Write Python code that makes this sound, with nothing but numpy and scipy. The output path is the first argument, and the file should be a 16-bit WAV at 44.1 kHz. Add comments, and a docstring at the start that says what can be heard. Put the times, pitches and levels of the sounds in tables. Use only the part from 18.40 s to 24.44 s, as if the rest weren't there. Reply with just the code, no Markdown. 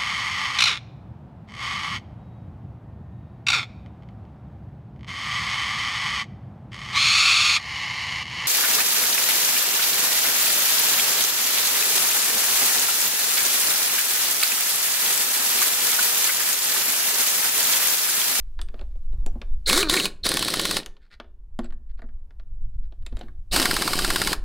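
"""On a driveway outdoors, an air wrench runs lug nuts onto a steel wheel in three bursts.
Its vane motor puffs and hisses: vane impulses drive low puffs, and coloured noise makes the moving air.
The motor whirs while a nut turns; on a tight nut it restarts after each blow. Blows are noise cracks,
falling clangs and fading wheel tones. Around them nuts and socket click and scrape, a sleeve brushes,
a bird whistles and a breeze rumbles on the microphone. Short echoes follow the work."""
import sys
import numpy as np
from scipy import signal
from scipy.fft import rfft, irfft, next_fast_len
from scipy.io import wavfile
from scipy.ndimage import uniform_filter1d, map_coordinates

SR = 44100
rng = np.random.default_rng(int(sys.argv[2]) if len(sys.argv) > 2 else 0)


def generate_wav(sig):
    """Save sig (samples, or channels by samples) to the path in sys.argv[1] as 16-bit PCM at SR."""
    pcm = np.round(np.clip(np.atleast_2d(sig).T, -1, 1) * 32767).astype(np.int16)
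    wavfile.write(sys.argv[1], SR, pcm)


N = 266364
T = np.arange(N) / SR  # time in the scene (s)
AGE = np.arange(SR // 2) / SR  # time since a short sound began (s)


def amp(db):
    """Turn decibels into a gain."""
    return 10 ** (np.asarray(db) / 20)


def unit(x):
    """Scale a sound to rms 1."""
    return x / np.sqrt(np.mean(x ** 2) + 1e-20)


def along(points, hz):
    """Read a curve of (frequency, value) points, spaced by the log of frequency."""
    point_hz, values = np.transpose(points)
    return np.interp(np.log(hz + 1), np.log(point_hz + 1), values)


def curves(rows):
    """Give one value per sample for each column after the time."""
    times, *columns = np.transpose(rows)
    return [np.interp(T, times, column) for column in columns]


def filtered(x, response):
    """Multiply the spectrum of x by a response, a function of frequency."""
    size = next_fast_len(len(x) + 8192)
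    hz = np.fft.rfftfreq(size, 1 / SR)
    return irfft(rfft(x, size) * response(hz), size)[:len(x)]


def noise(spectrum, size=N):
    """Make coloured noise of rms 1; only the shape of the spectrum counts."""
    return unit(filtered(rng.standard_normal(size), lambda hz: amp(along(spectrum, hz))))


def band(lo_hz, hi_hz, size=N, order=3):
    """Make noise of rms 1 in a band with soft skirts."""
    def response(hz):
        detune = (hz ** 2 - lo_hz * hi_hz) / ((hz + 1) * (abs(hi_hz - lo_hz) + 1))
        return 1 / np.sqrt(1 + np.abs(detune) ** (2 * order))
    return unit(filtered(rng.standard_normal(size), response))


def causal(spectrum, size=4096):
    """Build a minimum-phase impulse response: this spectrum, sounding as early as it can."""
    hz = np.fft.rfftfreq(size, 1 / SR)
    cepstrum = irfft(np.log(amp(along(spectrum, hz))))
    fold = np.r_[1, np.full(size // 2 - 1, 2), np.zeros(size // 2)]
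    return irfft(np.exp(rfft(cepstrum * fold)))


def chamber(spectrum):
    """Give a minimum-phase response of energy 1."""
    response = causal(spectrum)
    return response / np.linalg.norm(response)


def burst(carrier, attack, t60):
    """Let a carrier swell and die, with an energy set by its envelope alone."""
    shape = (1 - np.exp(-AGE / attack)) * amp(-60 * AGE / t60)
    return carrier * shape * np.linalg.norm(shape) / np.linalg.norm(carrier * shape)


def ring(modes, spread_db=2):
    """Sum fading tones, one a mode, struck at new strengths each time."""
    out = np.zeros(len(AGE))
    for hz, db, t60 in modes:
        level = amp(db + spread_db * rng.standard_normal() - 60 * AGE / t60)
        out += level * np.sin(2 * np.pi * (hz * AGE + rng.random()))
    return out


def add(track, s, sound):
    """Mix a sound in at time s."""
    part = track[max(round(s * SR), 0):][:len(sound)]
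    part += sound[:len(part)]


def arch(s, length):
    """Rise smoothly from 0 to 1 and fall back."""
    return np.sin(np.pi * np.clip((T - s) / length, 0, 1))


def wobble(rate):
    """Draw a smooth random curve through `rate` random points a second."""
    return map_coordinates(rng.standard_normal(400), [T * rate], mode="wrap")


# how strong the breeze is: (time [s], relative buffet level [dB], relative flutter level [dB])
BREEZE_LEVELS = [(0.0, -31, -50), (0.12, -37, -64), (0.25, -33, -49), (0.55, -29.5, -74),
                 (0.77, -28.5, -43), (1.01, -30.5, -46.5), (1.16, -24, -56), (1.51, -40.5, -58.5),
                 (2.05, -42.5, -45), (2.37, -44, -63), (2.44, -48, -63), (3.38, -37.5, -60),
                 (3.62, -29, -71), (3.8, -38, -57), (4.39, -30.5, -37.5), (4.46, -34, -48),
                 (5.58, -37.5, -50.5), (6.04, -33.5, -53)]
# colour of the slow, deep buffets: (frequency [Hz], relative level [dB per Hz])
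BUFFET_COLOUR = [(4, -25.5), (12, 9.5), (21, -5), (35, -4.5), (70, -17.5), (100, -48.5), (140, -48),
                 (200, -59), (440, -91.5), (2000, -130)]
# colour of the faster flutter: (frequency [Hz], relative level [dB per Hz])
FLUTTER_COLOUR = [(40, -25), (85, 0.5), (120, -9), (170, -21.5), (250, -35.5), (500, -64), (2000, -120)]
EDDY_RATE, EDDY_DB = 16, 3.5  # quick random swells: points a second, typical depth (dB)


def breeze(wind_db=4, flutter_db=-4):
    """Air pushes on the microphone: two bands of low noise swell and sink unevenly."""
    buffet_level, flutter_level = curves(BREEZE_LEVELS)
    buffets = amp(buffet_level + wind_db) * noise(BUFFET_COLOUR)
    flutter = amp(flutter_level + flutter_db) * noise(FLUTTER_COLOUR)
    return amp(EDDY_DB * wobble(EDDY_RATE)) * (buffets + flutter)


# the background hiss sinks while the first bursts go on, then slowly comes back:
# (time [s], relative level [dB])
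BACKGROUND_LEVELS = [(1.2, -68), (2.6, -83), (5.0, -74)]
# colour of the background hiss: (frequency [Hz], relative level [dB per Hz])
BACKGROUND_COLOUR = [(110, -39.5), (180, 2), (452, -21.5), (793, -26), (1070, -29), (1180, -18.5),
                     (1240, -28.5), (4810, -32.5), (14300, -38.5), (16000, -41)]


def background_hiss(background_db=3):
    """Faint coloured noise lies behind everything; its level sinks, then slowly comes back."""
    background_level, = curves(BACKGROUND_LEVELS)
    return amp(background_level + background_db) * noise(BACKGROUND_COLOUR)


# brushes of the sleeve as the arm moves: (time [s], length [s], relative level [dB])
ARM_MOVES = [(0.29, 0.18, -59), (0.69, 0.49, -60), (3.55, 0.56, -79), (4.696, 0.24, -55)]
# colour of the rubbing cloth: (frequency [Hz], relative level [dB])
CLOTH_COLOUR = [(120, -28), (230, 4), (400, -0.5), (620, -7.5), (900, -6.5), (2000, -23), (5000, -34)]
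SLEEVE_REST_DB = -74.5  # relative level while the arm is nearly still


def jacket_sleeve(sleeve_db=-2):
    """Cloth rubs on cloth: dull noise that swells as the arm moves."""
    brushing = amp(SLEEVE_REST_DB) + sum(amp(db) * arch(s, length) for s, length, db in ARM_MOVES)
    return amp(sleeve_db) * brushing * noise(CLOTH_COLOUR)


# socket and nuts sliding over the studs: (time [s], length [s], level [dB])
SLIDES = [(.0, 0.09, -76), (0.337, 0.12, -69), (0.505, 0.02, -70), (2.602, 0.093, -69.5),
          (2.703, 0.056, -53), (3.229, 0.043, -56.5), (3.489, 0.036, -68), (3.575, 0.04, -68),
          (4.34, 0.019, -72.5), (4.428, 0.045, -70), (4.747, 0.11, -58.5)]
# colour of sliding steel: (frequency [Hz], relative level [dB])
SLIDE_COLOUR = [(200, -1), (600, -6), (1000, -5), (1550, 9.5), (2200, 6), (2900, -1.5), (4400, 4),
                (6000, -16.5), (9000, -19), (15000, -38)]


def scraping(grain_db=4):
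    """Steel slides on steel in tiny uneven slips, heard as grainy noise."""
    strokes = sum(amp(db) * np.sqrt(np.abs(arch(s, length))) for s, length, db in SLIDES)
    slips = amp(grain_db * unit(uniform_filter1d(rng.standard_normal(N), size=120)))
    return strokes * unit(slips * noise(SLIDE_COLOUR))


# the hollow bump of wheel and tyre: (frequency [Hz], relative level [dB], T60 [s])
TYRE_MODES = [(225, 0.5, 0.22), (241, 4, 0.16), (350, -8, 0.2), (585, -16.5, 0.04)]


def tyre_bump():
    """The hollow tyre answers a shove with a few low tones that die fast."""
    tones = sum(amp(db - 60 * AGE / t60) * np.sin(2 * np.pi * hz * AGE) for hz, db, t60 in TYRE_MODES)
    return tones * (1 - np.exp(-AGE / 0.0013))


# nuts and socket handled at the wheel: (time [s], then relative levels of
# thud [dB], knock [dB], clack [dB], tick [dB])
CLICKS = [(0.191, -44, -35.5, -43.5, -61), (0.215, -48, -43, -36.5, -23.5), (0.286, -54, -48.5, -50.5, -51),
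          (0.342, -36.5, -46.5, -54, -77), (0.393, -43, -49, -48, -72), (0.412, -36.5, -47.5, -49, -53),
          (0.556, -49, -79, -68, -79), (0.729, -48, -63, -63, -77), (0.863, -32, -46, -49.5, -21.5),
          (0.957, -37.5, -76, -76, -81), (1.016, -37.5, -38.5, -39, -77), (2.4, -44, -42, -37, -47),
          (2.431, -52.5, -53.5, -41.5, -51), (2.461, -42, -40, -37, -21), (2.567, -60.5, -57, -56.5, -83.5),
          (2.8, -35, -34, -39.5, -62.5), (2.844, -52, -55.5, -68, -84.5), (3.19, -25.5, -31.5, -40.5, -31),
          (3.244, -43, -47, -52.5, -43), (3.306, -61.5, -55, -60, -72), (3.324, -60, -47.5, -61, -57),
          (3.592, -48.5, -47.5, -62, -68.5), (3.619, -41.5, -44, -61, -54), (3.639, -47.5, -56, -75, -84),
          (3.689, -65, -56.5, -71, -87), (3.907, -57.5, -55, -63, -72), (3.997, -53, -52.5, -57.5, -77),
          (4.523, -48.5, -57.5, -58.5, -81), (4.624, -61, -63, -66, -65.5), (4.664, -46, -46, -39.5, -31.5),
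          (4.725, -41.5, -53, -57.5, -77), (4.769, -43, -45.5, -46.5, -34.5), (4.792, -45, -58, -56, -37),
          (4.811, -33.5, -43.5, -42, -72), (4.832, -57, -51, -63, -76), (4.883, -67, -47, -62.5, -61)]
# how thud, knock, clack and tick sound: (low edge [Hz], high edge [Hz], relative gain [dB], T60 [s])
REGISTERS = [(326, 720, -3.5, 0.074), (970, 1850, -1.5, 0.044), (2060, 4410, 5.5, 0.021),
             (6000, 7100, -16, 0.0089)]
# bright steel contact, also used for the hammer's rebounds: (frequency [Hz], relative level [dB])
TICK_COLOUR = [(300, -12.5), (1500, -17.5), (3000, -3), (4500, -0.5), (6500, -12.5), (9500, 0.5),
               (16000, -24)]
# the steel wheel disc, also rung by the hammer: (frequency [Hz], relative level [dB], T60 [s])
WHEEL_MODES = [(350, 1, .56), (414, -3, .56), (781, -8, .25), (1140, -22, .5), (1400, -10, .12),
               (1782, -8, .45), (2850, -18, .4), (3250, -15, .25), (3720, -17, .4)]
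# the socket: (frequency [Hz], relative level [dB], T60 [s])
SOCKET_MODES = [(2960, -7, 0.18), (3534, -7, 0.44), (3930, -14, 0.087), (4550, -24, 0.095)]
# the loose nut: (average frequency [Hz], relative level [dB], T60 [s])
NUT_MODES = [(5981, -10, .15), (7520, 8, 0.035), (8699, -10, 0.13)]
# shoves that shake the tyre: (time [s], relative level [dB])
SHOVES = [(0.861, -41), (0.957, -41), (3.19, -29.5), (3.638, -46.5), (4.725, -45.5), (4.834, -46)]
BUMP_DB = -16  # the tyre's answer to a thud


def handling(wheel_db=-26, nut_db=-29, socket_db=-27, tyre_db=0.0, contact_db=-9, sharp_db=-6):
    """Parts touch in short dry noise bursts; tyre, wheel, socket and loose nut ring after them."""
    out, size = np.zeros(N), len(AGE)
    bump = tyre_bump()
    for s, thud, knock, clack, tick in CLICKS:
        contact = burst(noise(TICK_COLOUR, size), attack=0.00031, t60=0.00577)
        add(out, s, (amp(clack + contact_db) + amp(tick + sharp_db)) * contact)
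        for level, (lo, hi, db, t60) in zip((thud, knock, clack, tick), REGISTERS):
            add(out, s, amp(level + db) * burst(band(lo, hi, size=size), attack=0.00029, t60=t60))
        # the nut's ring pitches vary a little at random from click to click
        nut = [(hz * (1 + .015 * rng.standard_normal()), db, t60) for hz, db, t60 in NUT_MODES]
        steel = amp(knock + wheel_db) * ring(WHEEL_MODES)
        steel += amp(clack + socket_db) * ring(SOCKET_MODES)
        steel += amp(tick + nut_db) * ring(nut, spread_db=7)
        add(out, s, amp(thud + BUMP_DB) * bump + steel)
    for s, db in SHOVES:
        add(out, s, amp(db + tyre_db) * bump)
    return out


# a distant bird: (time [s], length [s], starting pitch [Hz], peak level [dB])
WHISTLES = [(0.76, 0.097, 3800, -77), (1.043, 0.14, 3730, -73.5)]
WHISTLE_SAG_HZ_PER_S = 1300


def bird():
    """Thin whistles, each a pure tone that sags in pitch."""
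    out = np.zeros(N)
    for s, length, hz, db in WHISTLES:
        cycles = (T - s) * (hz - WHISTLE_SAG_HZ_PER_S * (T - s) / 2)
        out += amp(db) * arch(s, length) * np.sin(2 * np.pi * cycles)
    return out


# the motor while a nut still turns, one list a run: (time [s], vane rate [Hz])
SPINS = [
    [(1.28, 155.5), (1.31, 188.5), (1.375, 351), (1.425, 424.7), (1.436, 330.2), (1.50, 281.2),
     (1.535, 368.5), (1.56, 382), (1.6, 261.3), (1.61, 128.1), (1.655, 212.8), (1.70, 52.43)],
    [(1.847, 114.4), (1.868, 204.9)],
    [(5.128, 96.25), (5.158, 243.5), (5.195, 327.2), (5.205, 247.3), (5.222, 282.7), (5.235, 221.4),
     (5.256, 230.4)],
]


def spinning(s):
    """Tell whether the nut is still loose and turning at time s."""
    return any(spin[0][0] < s < spin[-1][0] for spin in SPINS)


def vane_rate():
    """Count the vanes passing each second while a nut turns."""
    return sum(np.interp(T, *np.transpose(spin), left=0, right=0) for spin in SPINS)


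# pulls of the trigger: (pressed [s], released [s], then relative levels of
# vane puffs [dB], hiss [dB], whistling port [dB])
PULLS = [(1.257, 1.409, -31.5, -30.5, -26), (1.482, 1.661, -35.5, -35.5, -28.5),
         (1.831, 2.38, -32, -33, -30.5), (5.109, 5.924, -31, -31.5, -34.5)]
COAST_GAP_S, COAST_SLOWING = 0.016, 1.12  # vane gap as the rotor runs down, and each gap over the last


def vanes(jitter_s=.00002, scatter_db=4.0):
    """Place one impulse for each vane that passes the exhaust port."""
    passed = np.floor(np.cumsum(vane_rate()) / SR)
    times = list(T[1:][np.diff(passed) > 0])
    # on a tight nut each blow stops the rotor; its vane rate then climbs steadily again
    spin_up = 3800  # Hz a second
    blows = blow_times()
    for s, following in zip(blows, np.r_[blows[1:], np.inf]):
        turns = np.arange(1, 8) + rng.uniform(-.15, .15)
        stroke = s + np.sqrt(2 * turns / spin_up)
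        times += [t for t in stroke if t < following and not spinning(t)]
    # after a release the rotor runs down
    run_down = np.cumsum(COAST_GAP_S * COAST_SLOWING ** np.arange(9))[3:]
    times += [t for _, released, *_ in PULLS for t in released + run_down if not spinning(t)]
    train = np.zeros(N)
    for s in times:
        add(train, s + jitter_s * rng.standard_normal(), amp(scatter_db * rng.standard_normal(1)))
    return train


def valve(pressed, released, open_s, t60):
    """Open after the press, hold while the trigger is down, then let the air die away."""
    opening = np.clip((T - pressed) / open_s, 0, 1) ** 2
    return opening * amp(-60 * np.maximum(T - released, 0) / t60)


def hose_surge(pressed):
    """The full hose gives an extra push that sags away."""
    return np.exp(-np.maximum(T - pressed, 0) / SURGE_S)


FULL_SPEED_HZ = 330  # vane rate of the free rotor, counted as speed 1
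SURGE_S, PUFF_SURGE_DB, HISS_SURGE_DB, PORT_SURGE_DB = 0.038, 3, 9, 7  # hose's push: time constant, boosts
PORT_OPEN_S, HISS_OPEN_S, ROTOR_START_S = 0.0054, .024, .034  # the port opens soonest, the rotor last
SHUT_T60, RUN_DOWN_T60 = .1, 0.22  # air and puffs dying after a release (s)
FREE_HISS_DB, FREE_PUFF_DB = 5.5, 2.5  # more air passes at speed 1
COAST_PUFF_DB, COAST_HISS_DB, COAST_PORT_DB = -29, -51, -34  # pumped by the rotor at speed 1, relative
# exhaust chamber: (frequency [Hz], relative level [dB])
PUFF_CHAMBER = [(60, -33.5), (130, -2), (200, -1), (400, -1.5), (580, -11.5), (780, -13.5), (1200, -19),
                (1700, -19), (2600, -35.5), (8000, -48.5)]
# housing, rung by the sharp edge of a fast puff: (frequency [Hz], relative level [dB])
HOUSING = [(300, -20.5), (600, -15.5), (900, 6.5), (1250, 7.5), (1650, 5), (2000, -13), (2800, -21.5),
           (8000, -55)]


def motor_puffs(train, speed, free, puff_db=-2.5, whine_db=-7.0):
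    """Each vane lets out a low puff; the faster the rotor, the more its edge rings in the housing."""
    edge = signal.fftconvolve(train * speed, chamber(HOUSING))[:N]
    puffs = signal.fftconvolve(train, chamber(PUFF_CHAMBER))[:N]
    # even out the loudness, so that the trigger sets the level
    power = np.abs(uniform_filter1d(puffs ** 2, size=2000))
    motor = (puffs + amp(whine_db) * edge) / np.sqrt(power + 0.035 * power.max())
    drive = np.zeros(N)
    for pressed, released, puff_level, _, _ in PULLS:
        level = puff_level + PUFF_SURGE_DB * hose_surge(pressed) + FREE_PUFF_DB * free
        drive += amp(level) * valve(pressed, released, ROTOR_START_S, RUN_DOWN_T60)
    return amp(puff_db) * np.hypot(drive, amp(COAST_PUFF_DB) * free) * motor


def stalls(choke_db=-0.5, lag_s=0.021, width_s=0.012):
    """The rotor stands still just after a blow and chokes the air a little."""
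    choke = np.zeros(N)
    for s in blow_times():
        add(choke, s, np.exp(-((AGE - lag_s) / width_s) ** 2))
    return amp(choke_db * choke)


# exhaust hiss in the first two pulls and from the rotor's own pumping:
# (frequency [Hz], relative level [dB per Hz])
HISS_FIRST = [(200, -22), (500, 0.5), (850, -24), (1600, -6), (2200, -4.5), (2750, -19), (3700, -1.5),
              (4500, -6), (5600, -10.5), (8000, -8), (10200, -9.5), (11500, -18.5), (16000, -19)]
# exhaust hiss in the third pull: (frequency [Hz], relative level [dB per Hz])
HISS_THIRD = [(200, -6.5), (550, 0.5), (900, -22), (1700, -5), (2700, -11.5), (3100, -2.5), (4500, -3),
              (5500, -6.5), (7300, -14), (7900, -8), (10000, -10), (11500, -17), (16000, -21.5)]
# exhaust hiss in the last pull: (frequency [Hz], relative level [dB per Hz])
HISS_LAST = [(200, -2.5), (800, -3.5), (1400, -9.5), (2650, -4), (3050, 0), (3500, -9.5), (4900, 1.5),
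             (5900, -10), (7400, -10), (8000, -5), (9200, -5), (11500, -15.5), (12400, -9.5),
             (13200, -11.5), (16000, -21)]


def exhaust_air(train, free, hiss_db=2.5, port_db=-4.5, port_hz=4050, port_width_hz=650, chop=0.55,
                gust_t60=0.041):
    """Air rushes out as noise that the vanes chop into gusts; the port whistles in the jet."""
    gusts = signal.fftconvolve(train, amp(-60 * AGE / gust_t60))[:N]
    flow = (1 + chop * (gusts - uniform_filter1d(gusts, size=600))) * stalls()
    # a spinning rotor pumps some air by itself; each pull adds the hose's pressure
    whistle = amp(COAST_PORT_DB) * free ** 2
    jet = amp(COAST_HISS_DB) * free ** 2 * noise(HISS_FIRST)
    colours = (HISS_FIRST, HISS_FIRST, HISS_THIRD, HISS_LAST)
    for (pressed, released, _, hiss_level, port_level), colour in zip(PULLS, colours):
        surge = hose_surge(pressed)
        hiss_gain = amp(hiss_level + HISS_SURGE_DB * surge + FREE_HISS_DB * free)
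        jet += hiss_gain * valve(pressed, released, HISS_OPEN_S, SHUT_T60) * noise(colour)
        port_gain = amp(port_level + PORT_SURGE_DB * surge)
        whistle += port_gain * valve(pressed, released, PORT_OPEN_S, SHUT_T60)
    port = whistle * band(port_hz - port_width_hz / 2, port_hz + port_width_hz / 2, order=2)
    return flow * (amp(hiss_db) * jet + amp(port_db) * port)


def exhaust():
    """The same passing vanes drive both the puffs and the gusts of air."""
    train, speed = vanes(), vane_rate() / FULL_SPEED_HZ
    free = np.abs(uniform_filter1d(speed, size=600))
    return motor_puffs(train, speed, free) + exhaust_air(train, free)


SETTLING = .55  # share of the hurry left after each blow


def steady_times(first, end, period, hurry):
    """Blows on a tight nut start quick and settle to an even beat."""
    k = np.arange(int((end - first + hurry) / period) + 1)
    return first + period * k - hurry * (1 - SETTLING ** k)


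# stray blows, most while a nut still runs down its stud:
# (time [s], relative crack level [dB], clang pitch [Hz], relative clang level [dB])
STRAY_BLOWS = [(1.2911, -7, 1881, -28), (1.2964, -1, 2435, -15), (1.3286, 1, 1193, -37.5),
               (1.3745, -1.5, 1870, -24.5), (1.4279, -9.5, 2360, -14.5), (1.4958, -3, 2980, -18.5),
               (1.5385, -1.5, 1690, -15), (1.5721, -15, 2100, -13.5), (1.5985, -7.5, 2560, -16),
               (1.6543, -4.5, 2411, -18), (1.8552, -24.5, 2380, -41.5), (5.1614, -1, 1264, -14),
               (5.1985, -5.5, 1620, -19.5), (5.225, -5.5, 1562, -24), (5.2549, -2.5, 1440, -13)]
# steady hammering on a tight nut: (first blow [s], end [s], settled period [s],
# time gained by the quicker first blows [s], first rebound delay [s])
HAMMERING = [(1.8647, 2.39, .0574, .0142, .0258), (5.3102, 5.95, .0567, .0046, .030)]


def blow_times():
    """List every moment the hammer meets the anvil, in order."""
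    stray = [s for s, *_ in STRAY_BLOWS]
    return np.sort(np.concatenate([stray] + [steady_times(*run[:4]) for run in HAMMERING]))


# how each steady run sounds, before scatter: (relative crack level [dB], clang pitch [Hz],
# relative clang level [dB], clang glide [share of pitch], relative first rebound level [dB],
# rebound fade [dB a blow])
HAMMER_TONE = [(-4.5, 1300, -21, 2, -7, 1.75), (-5, 1200, -16.5, 0.79, -13.5, 11)]
STRAY_GLIDE = 0.48  # share by which a stray blow's clang starts sharp
REBOUND_SOONER_S = .0011  # each rebound follows its blow sooner than the last by this much
BLOW_SCATTER_DB, CLANG_SCATTER = 0.46, .11  # typical scatter: level, and share of the clang's pitch


def strikes():
    """List blows (s, crack dB, clang Hz, clang dB, glide) and rebounds (s, dB); force varies a little."""
    blows, rebounds = [(*row, STRAY_GLIDE) for row in STRAY_BLOWS], []
    for (*timing, delay), tone in zip(HAMMERING, HAMMER_TONE):
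        db, hz, clang_db, glide, rebound_db, fade_db = tone
        for k, s in enumerate(steady_times(*timing)):
            force, pitch, clang, bounce = rng.uniform(-1.7, 1.7, 4)
            crack_level = db + BLOW_SCATTER_DB * force
            clang_hz = hz * np.exp(CLANG_SCATTER * pitch)
            blows.append((s, crack_level, clang_hz, clang_db + BLOW_SCATTER_DB * clang, glide))
            rebound_level = rebound_db - fade_db * k + 2 * BLOW_SCATTER_DB * bounce
            rebounds.append((s + delay - REBOUND_SOONER_S * k, rebound_level))
    return blows, rebounds


# crack of socket and anvil: (frequency [Hz], relative level [dB])
CRACK_COLOUR = [(150, -20.5), (500, -13.5), (1000, -1), (1600, -11.5), (2400, -3.5), (3200, -5.5),
                (4300, 4.5), (5500, -9), (7000, -8.5), (9000, -6.5), (12000, -12), (16000, -20)]


def hammer(crack_db=-5.5, clang_db=-1, wheel_db=-46, loose_db=-14, rebound_db=-6, glide_s=0.002,
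           clang_t60=0.037):
    """A blow cracks the socket and sends a falling clang through the wheel; the hammer bounces back."""
    out, size = np.zeros(N), len(AGE)
    blows, rebounds = strikes()
    steel = noise(CRACK_COLOUR, size)  # the dense modes of socket and anvil, alike from blow to blow
    for s, db, hz, clang_level, glide in blows:
        crack = burst(unit(1.3 * steel + noise(CRACK_COLOUR, size)), attack=0.0015, t60=0.021)
        # high bending waves arrive first, so the pitch falls; a random drift roughens it
        cycles = hz * (AGE + glide * glide_s * (1 - np.exp(-AGE / glide_s)))
        cycles += .02 * np.cumsum(rng.standard_normal(size))
        clang = burst(np.sqrt(2) * np.sin(2 * np.pi * cycles), attack=0.00059, t60=clang_t60)
        # a loose nut passes little on
        wheel = amp(wheel_db + loose_db * spinning(s)) * ring(WHEEL_MODES)
        add(out, s, amp(db) * (amp(crack_db) * crack + wheel) + amp(clang_level + clang_db) * clang)
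    for s, db in rebounds:
        tick = burst(noise(TICK_COLOUR, size), attack=0.00017, t60=.02)
        add(out, s, amp(db + rebound_db) * tick)
    return out


# how long the yard's faint tail lasts: (frequency [Hz], T60 [s])
YARD_TAIL = [(200, 0.58), (1500, 0.34), (4000, 0.25), (8000, .25), (15000, 0.13)]


def echoes(x, near_db=-12, far_db=-21):
    """Quick scatter from ground and vehicle, then a faint tail from the yard, both as fading noise."""
    hz, t, grid = signal.stft(rng.standard_normal(len(AGE)), SR, nperseg=256)
    fading = grid * amp(-60 * t / along(YARD_TAIL, hz)[:, None])
    far = signal.istft(fading, SR, nperseg=256)[1][:len(AGE)] * (AGE > .012)
    near_t60 = .07  # s
    near = rng.standard_normal(len(AGE)) * amp(-60 * AGE / near_t60) * (AGE > .002)
    response = amp(near_db) * near / np.linalg.norm(near) + amp(far_db) * far / np.linalg.norm(far)
    return signal.fftconvolve(x, response)[:N]


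def scene():
    """Everything reaches one microphone, heard on both channels."""
    work = scraping() + handling() + exhaust() + hammer()
    surroundings = breeze() + background_hiss() + jacket_sleeve() + bird()
    return np.tile(work + echoes(work) + surroundings, (2, 1))


TOP_HZ = 15850


def record(dry):
    """Cut the treble very steeply above TOP_HZ."""
    def cut(hz):
        return 1 / np.sqrt(1 + (hz / TOP_HZ) ** 300)
    return np.array([filtered(channel, cut) for channel in dry])


dry = scene()
out = record(dry)
generate_wav(out)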